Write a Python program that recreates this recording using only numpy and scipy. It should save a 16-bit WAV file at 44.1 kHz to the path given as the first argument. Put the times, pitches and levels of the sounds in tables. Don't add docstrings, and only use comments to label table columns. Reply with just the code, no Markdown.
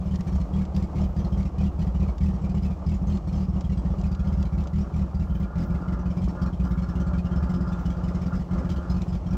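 import sys
import numpy as np
from scipy import signal
from scipy.fft import rfft, irfft, next_fast_len
from scipy.io import wavfile
from scipy.ndimage import map_coordinates

SR = 44100
rng = np.random.default_rng(int(sys.argv[2]) if len(sys.argv) > 2 else 0)


def persist_wave(psi):
    counts = np.round(np.clip(psi, -1, 1) * 32767).astype(np.int16)
    wavfile.write(sys.argv[1], SR, np.atleast_2d(counts).T)


N = 413216
TOP_HZ = 15720

# [dB, relative]
TIN_COLOUR = [(300, -38), (900, 2), (1900, -0.5), (3000, 1), (3700, 0), (5200, -0.5), (7400, -6),
              (8600, -25.5), (12000, -38), (15500, -30.5)]


def amp(db):
    return 10 ** (np.asarray(db) / 20)


def unit(x):
    return x / np.sqrt(np.mean(x ** 2) + 1e-20)


def curves(rows):
    start_s, *columns = np.transpose(rows)
    time_s = np.arange(N) / SR
    return [np.interp(time_s, start_s, column) for column in columns]


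def wobble(rate):
    points = rng.standard_normal(int(N * rate / SR) + 4)
    return map_coordinates(points, [np.arange(N) * rate / SR])


def filtered(x, response):
    size = next_fast_len(N + SR // 2)
    pitch_hz = np.fft.rfftfreq(size, 1 / SR)
    return irfft(rfft(x, size) * response(pitch_hz), size)[:N]


def coloured(x, points):
    point_hz, point_db = np.transpose(points)

    def response(hz):
        return unit(amp(np.interp(np.log(hz + 1), np.log(point_hz), point_db)))

    return filtered(x, response)


def resonate(x, modes):
    def response(f):
        total = 0
        for k, (centre, width, db) in enumerate(modes):
            peak = 1j * f * width / (centre * centre - f * f + 1j * f * width)
            total = total + (-1) ** k * amp(db) * peak
        return total

    return filtered(x, response)


def muffled(x, hz):
    return signal.sosfilt(signal.butter(4, hz, fs=SR, output="sos"), x)


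def impulses(times, sizes):
    places = np.maximum(np.round(times * SR), 0).astype(int)
    return np.bincount(places, sizes, N)[:N]


def add(layer, s, sound):
    room = layer[max(round(s * SR), 0):][:len(sound)]
    room += sound[:len(room)]


def crank(kick_s=0.0004, jitter_s=0.0004):
    # time_s [s], turns completed [count]
    crank_progress = [(0.003, 0), (0.955, 36), (2.622, 100), (2.862, 109), (3.272, 125), (4.322, 165),
                      (4.524, 173), (5.554, 213), (5.745, 221), (5.922, 229), (7.177, 285), (8.259, 333),
                      (9.373, 382)]
    firing_gaits = {"trot": (0, 2, 5), "gallop": (0, 2, 3, 5), "limp": (2, 3, 5), "stumble": (2, 4, 5),
                    "roll": (2, 3, 4, 5)}
    # start_s [s], gaits repeated in this order, one a round [names]
    running_spells = [(0.06, "gallop gallop roll limp"), (0.9, "roll limp gallop"), (2.81, "roll"),
                      (3.22, "stumble stumble gallop"), (3.85, "trot"), (4.47, "stumble roll roll stumble"),
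                      (5.7, "trot"), (8.53, "trot trot gallop gallop gallop")]
    # [dB, relative]
    round_levels = [(-16, -57.5), (-17, -60), (-16.5, -56.5), (-16, -56), (-16, -56.5), (-16, -57),
                    (-18, -60.5), (-16.5, -58.5)]
    # [dB, added]
    vigour_levels = [(0, -0.5, -1), (1, 0.5, 0), (2.5, 0.5, 0), (3.4, -1, 0.5), (4.3, 1, -2),
                     (5.1, -.5, -2.5), (5.8, -.5, 0), (6.6, 0.5, 1), (7.4, 1, 0.5), (8.1, 0, 1),
                     (8.9, -1, 0.5), (9.37, -0.5, -1.5)]
    # [dB, added]
    odd_firings = [(0.0, -7.5, -7.5), (0.27, 0, 5.5), (0.8, -8, -4.5), (1.08, -4.5, -13), (2.33, 0.5, -2.5),
                   (2.41, -5.5, -7.5), (2.54, 1.5, 1.5), (3.02, 1, -9), (3.38, 1, -1), (3.4, 0.5, 1),
                   (3.43, -4, -4.5), (3.48, 2.5, -10.5), (3.53, -1, -8.5), (3.56, 0.5, -8.5), (3.9, 1, -7),
                   (4.03, 0.5, 5.5), (4.24, -5, -2), (4.27, 0.5, 4), (4.37, -0.5, -3.5), (4.45, 0, 2.5),
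                   (4.6, -3, -5), (5.3, 0, -4.5), (5.81, -7, -11), (5.99, -5.5, -5), (6.21, -1, -1.5),
                   (6.24, -0.5, 1.5), (6.35, -19, -11.5), (6.42, 2, 2.5), (6.53, -3, -2),
                   (7.56, -3.5, -14.5), (7.78, -3.5, -4), (7.85, 0.5, 2.5), (7.96, -3.5, -5.5),
                   (8.35, -1, 3.5), (8.44, -15, -14.5), (8.69, -3, 6.5), (8.83, -16, -13), (8.9, 1.5, 8),
                   (9.19, -21, -17)]

    time_s, count = np.transpose(crank_progress)
    turns = np.interp(np.arange(count[-1]), count, time_s)

    def nearest(time):
        return np.argmin(np.abs(turns - time))

    fires = np.zeros(len(turns), bool)
    place = np.zeros(len(turns), int)
    extra_db = np.zeros((2, len(turns)))
    for start_s, names in running_spells:
        first = nearest(start_s)
        left = len(turns) - first
        spell = [k in firing_gaits[name] for name in names.split() for k in range(len(round_levels))]
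        fires[first:] = np.resize(spell, left)
        place[first:] = np.arange(left) % len(round_levels)
    for time, *db in odd_firings:
        fires[nearest(time)] = True
        extra_db[:, nearest(time)] = db

    third_in_row = fires & np.roll(fires, 1) & np.roll(fires, 2)
    times = turns - kick_s * third_in_row + jitter_s * rng.standard_normal(len(turns))
    knots, *vigour = np.transpose(vigour_levels)
    vigour_db = [np.interp(turns, knots, db) for db in vigour]
    boom_db, rattle_db = np.array(round_levels)[place].T + extra_db + vigour_db
    return np.column_stack([times, boom_db, rattle_db])[fires], turns[~fires]


def exhaust(fired, missed, boom_db=53.0, puff_db=-32, scatter_db=0.74, pipe_top_hz=1200):
    # [dB, relative]
    pipe_modes = [(227, 8.4, -25.5), (321, 30, -34.5), (352.1, 13, -25), (548, 24, -41)]
    # [dB, relative]
    box_modes = [(53.6, 8.3, 0), (68.6, 16.3, -.5)]
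    # [dB, relative]
    chamber_modes = [(176.9, 24.9, -2.2), (196, 17.4, -4.9)]
    # [dB, relative]
    frame_modes = [(36, 10, -15.5)]
    # [dB, relative]
    deep_levels = [(0, 0.5), (5.2, 0.96), (5.8, 0.5), (8, -1), (9.37, 2)]
    flow_db, cooling_s = -39, .04
    cool_pitch, hot_pitch = .985, 1.04

    times = fired[:, 0]
    scatter = scatter_db * rng.standard_normal((len(fired), 2)).T
    deep, upper = amp(fired[:, 1] + scatter)
    puffs = impulses(missed, amp(puff_db + 2 * rng.standard_normal(len(missed))))

    age = times[:, None] - times
    earlier_heat = (age > 0) * np.exp(-np.abs(age) / cooling_s)
    heat = np.minimum(np.sum(earlier_heat, axis=1), 1)
    cool_pulses = puffs + impulses(times, upper * (1 - heat))
    hot_pulses = impulses(times, upper * heat)
    cool = resonate(cool_pulses, np.multiply(chamber_modes, [cool_pitch, 1, 1]))
    hot = resonate(hot_pulses, np.multiply(chamber_modes, [hot_pitch, 1, 1]))

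    gas = puffs + impulses(times, deep)
    depth_db, = curves(deep_levels)
    box = amp(depth_db) * resonate(gas, box_modes)
    bangs = box + cool + hot + resonate(gas, pipe_modes) - resonate(gas, frame_modes)
    churn = amp(flow_db) * unit(resonate(rng.standard_normal(N), box_modes + chamber_modes))
    return muffled(amp(boom_db) * bangs + churn, pipe_top_hz)


def rattle(fired, hiss_db=-3, ring_db=1, hold_s=0.034, rise_s=0.0014, grit_db=3,
           spray_db=-77, spray_power=0.91):
    # [dB, relative]
    spray_colour = [(5000, -28), (8000, -2), (10000, 2), (11500, -16.5), (12800, -4.5), (13600, 6.5),
                    (14500, -1.5), (15500, -0.5)]
    t = np.arange(SR // 14) / SR
    shape = (1 - np.exp(-t / rise_s)) * np.exp(-(t / hold_s) ** 2)
    jet, metal = np.zeros(N), np.zeros(N)
    for s, _, db in fired:
        spit = amp(db + 1.0 * rng.standard_normal()) * shape
        add(jet, s, spit)
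        add(metal, s, chatter(spit))
    gas = unit(rng.standard_normal(N) * amp(grit_db * wobble(900)))
    hiss = amp(hiss_db) * coloured(jet * gas, TIN_COLOUR)
    ring = amp(ring_db) * muffled(metal, hz=7550)
    spray = amp(spray_db) * coloured(unit(jet ** spray_power) * gas, spray_colour)
    return hiss + ring + spray


def chatter(spit, favour_db=7, ring_t60=.02):
    # [dB, relative]
    shield_modes = [(1950, -1), (2350, 0.5), (3000, -1), (4300, -9), (5050, -2.5), (5700, -6.5),
                    (7350, -10)]
    t = np.arange(round(ring_t60 * SR)) / SR
    hz, mode_db = np.transpose(shield_modes)
    pitch = hz * (1 + 0.058 * rng.standard_normal(len(hz)))
    strength = amp(mode_db + favour_db * rng.standard_normal(len(hz)))
    ring = strength @ np.sin(2 * np.pi * np.outer(pitch, t))
    contacts = spit * rng.standard_normal(len(spit)) ** 3
    buzz = signal.fftconvolve(contacts, ring * amp(-60 * t / ring_t60))[:len(spit)]
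    return unit(buzz) * np.sqrt(np.mean(spit ** 2))


def intake(turns, firings, rasp_db=-46, drone_db=-43, rasp_grows=1.26, drone_grows=0.85, flutter_db=1,
           swell_db=2, suck_s=0.027, snap=0.44, hum=1.07, waver_hz=7, top_hz=2100):
    # [dB, relative]
    throttle_levels = [(3.9, -76), (4.08, -54), (5.06, -58), (5.56, -51.5), (6.08, -49), (6.28, -69.5),
                       (6.37, -48), (6.49, -46.5), (6.56, -73), (6.66, -46.5), (6.87, -52), (7.16, -47.5),
                       (7.21, -59), (7.27, -48), (8.24, -52), (8.32, -45.5), (8.47, -64.5), (8.5, -51.5),
                       (8.96, -48.5), (9.09, -68.5), (9.12, -53), (9.23, -71), (9.29, -50.5), (9.37, -48)]
    # [dB, relative]
    intake_modes = [(579, 49, 2.5), (874.5, 22, 3), (1012, 51, -1.5), (1209, 45, 3.5), (1362, 57, 5),
                    (1414, 62, 4.5), (1474, 81, -4.5), (1682, 90, -7)]
    # [dB, relative]
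    airbox_modes = [(253, 33.4, -4), (353, 14, 2), (539, 11, -5.5)]

    throttle, = curves(throttle_levels)
    throttle = throttle - np.percentile(throttle, 90)
    rasp = rasp_grows * throttle + flutter_db * wobble(14)
    drone = drone_grows * throttle + swell_db * wobble(13)
    opening, = curves([(3.98, 0), (4.06, 1)])
    pulling, = curves([(3.9, 0), (4.1, .4), (5.35, .4), (5.55, 1)])

    age = np.arange(SR // 5) / SR / suck_s
    firing_spikes = impulses(firings, np.ones(len(firings)))
    suction = unit(signal.fftconvolve(firing_spikes, age * np.exp(-age))[:N])
    turn_spikes = unit(impulses(turns, np.ones(len(turns))))
    gulps = muffled(rng.standard_normal(N) + snap * turn_spikes, top_hz)
    tract = opening * amp(rasp + rasp_db) * unit(resonate(gulps, intake_modes))

    neck_hz = airbox_modes[0][0] + waver_hz * wobble(15)
    neck = np.sin(2 * np.pi * np.cumsum(neck_hz) / SR)
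    airbox = unit(unit(resonate(gulps, airbox_modes)) + hum * neck)
    return tract + pulling * suction * amp(drone + drone_db) * airbox


def track(tyre_db=-43, gravel_db=-65, rumble_db=-35, bumps_db=2, grit_db=2.05, crunch_db=1.0):
    # time_s [s], roar_db [dB], hiss_db [dB]
    roughness = [(0.0, -47.5, -61.5), (0.73, -45, -63), (4.36, -47, -63), (5.04, -48.5, -65),
                 (5.9, -47, -64), (6.16, -47.5, -64.5), (7.7, -46, -60.5), (8.64, -46, -62.5),
                 (8.74, -46.5, -59.5), (9.37, -47, -63)]
    # [dB, relative]
    tyre_colour = [(150, 0), (330, 3.5), (430, -3.5), (560, -1), (880, -5), (980, -9), (1200, -8),
                   (1500, -20.5), (2200, -35.5), (3700, -46.5), (9000, -69)]
    gravel_colour = [(1000, -7), (2000, 5), (3000, 3), (3700, -1.5), (5500, -0.5), (7500, -6),
                     (8800, -16.5), (11500, -30), (15000, -29)]
    chassis_colour = [(18, -45), (26, -22), (33, -5), (43, 10.5), (70, 27), (100, 3.5), (190, 2),
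                      (230, -21.5), (400, -46.5)]

    roar, hiss = [db - db.mean() for db in curves(roughness)]
    ruts = 1.4 * wobble(12)
    gritty = amp(grit_db * wobble(150)) * rng.standard_normal(N)
    tyres = amp(roar + tyre_db + ruts) * coloured(gritty, tyre_colour)
    crunch = unit(amp(crunch_db * wobble(400)) * rng.standard_normal(N))
    gravel = amp(hiss + gravel_db + ruts) * coloured(crunch, gravel_colour)
    bumps = amp(rumble_db + bumps_db * wobble(6.3))
    rumble = bumps * coloured(rng.standard_normal(N), chassis_colour)
    return tyres + gravel + rumble


def fittings(tick_db=-6, t60=0.037, crack_db=9, crack_t60=0.0045):
    # [dB, relative]
    knock_times = [(0.157, -37.5, -69), (0.208, -38, -65), (0.415, -44, -68), (0.6519, -41.5, -72),
                   (0.7641, -34.5, -53), (1.4301, -44.5, -75), (2.1817, -42, -68), (2.648, -47, -64),
                   (3.1721, -39, -73), (3.6084, -38, -76.5), (4.0128, -41.5, -74), (4.148, -40, -85),
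                   (4.4276, -38, -66.5), (4.6384, -43.5, -64.5), (4.6726, -39.5, -73), (8.7011, -37, -64),
                   (9.0193, -37, -63)]
    t = np.arange(SR // 20) / SR
    knocks, cracks = np.zeros(N), np.zeros(N)
    for s, db, bright_db in knock_times:
        add(knocks, s, amp(db + tick_db - 60 * t / t60) * rng.standard_normal(len(t)))
        add(cracks, s, amp(bright_db + crack_db - 60 * t / crack_t60) * rng.standard_normal(len(t)))
    return coloured(knocks, TIN_COLOUR) + cracks


def flares(edge_hz=13300, flicker_db=3):
    # [dB, at the peak of the swell]
    flare_times = [(0.983, .2, -77), (5.255, .25, -75.5), (5.548, 0.22, -73.5), (6.603, .18, -72),
                   (7.75, .16, -75), (8.183, .16, -76.5)]
    swell = np.zeros(N)
    for s, length_s, db in flare_times:
        add(swell, s, amp(db) * np.hanning(round(length_s * SR)))
    hiss = filtered(rng.standard_normal(N), lambda hz: (hz > edge_hz) & (hz < TOP_HZ))
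    return swell * unit(amp(flicker_db * wobble(60)) * hiss)


def scene():
    fired, missed = crank()
    firings = fired[:, 0]
    turns = np.sort(np.r_[firings, missed])
    engine = exhaust(fired, missed) + rattle(fired) + intake(turns, firings)
    ride = track() + fittings() + flares()
    return (engine + ride)[None]


def record(dry):
    return filtered(dry[0], lambda hz: hz < TOP_HZ)[None]


dry = scene()
out = record(dry)
persist_wave(out)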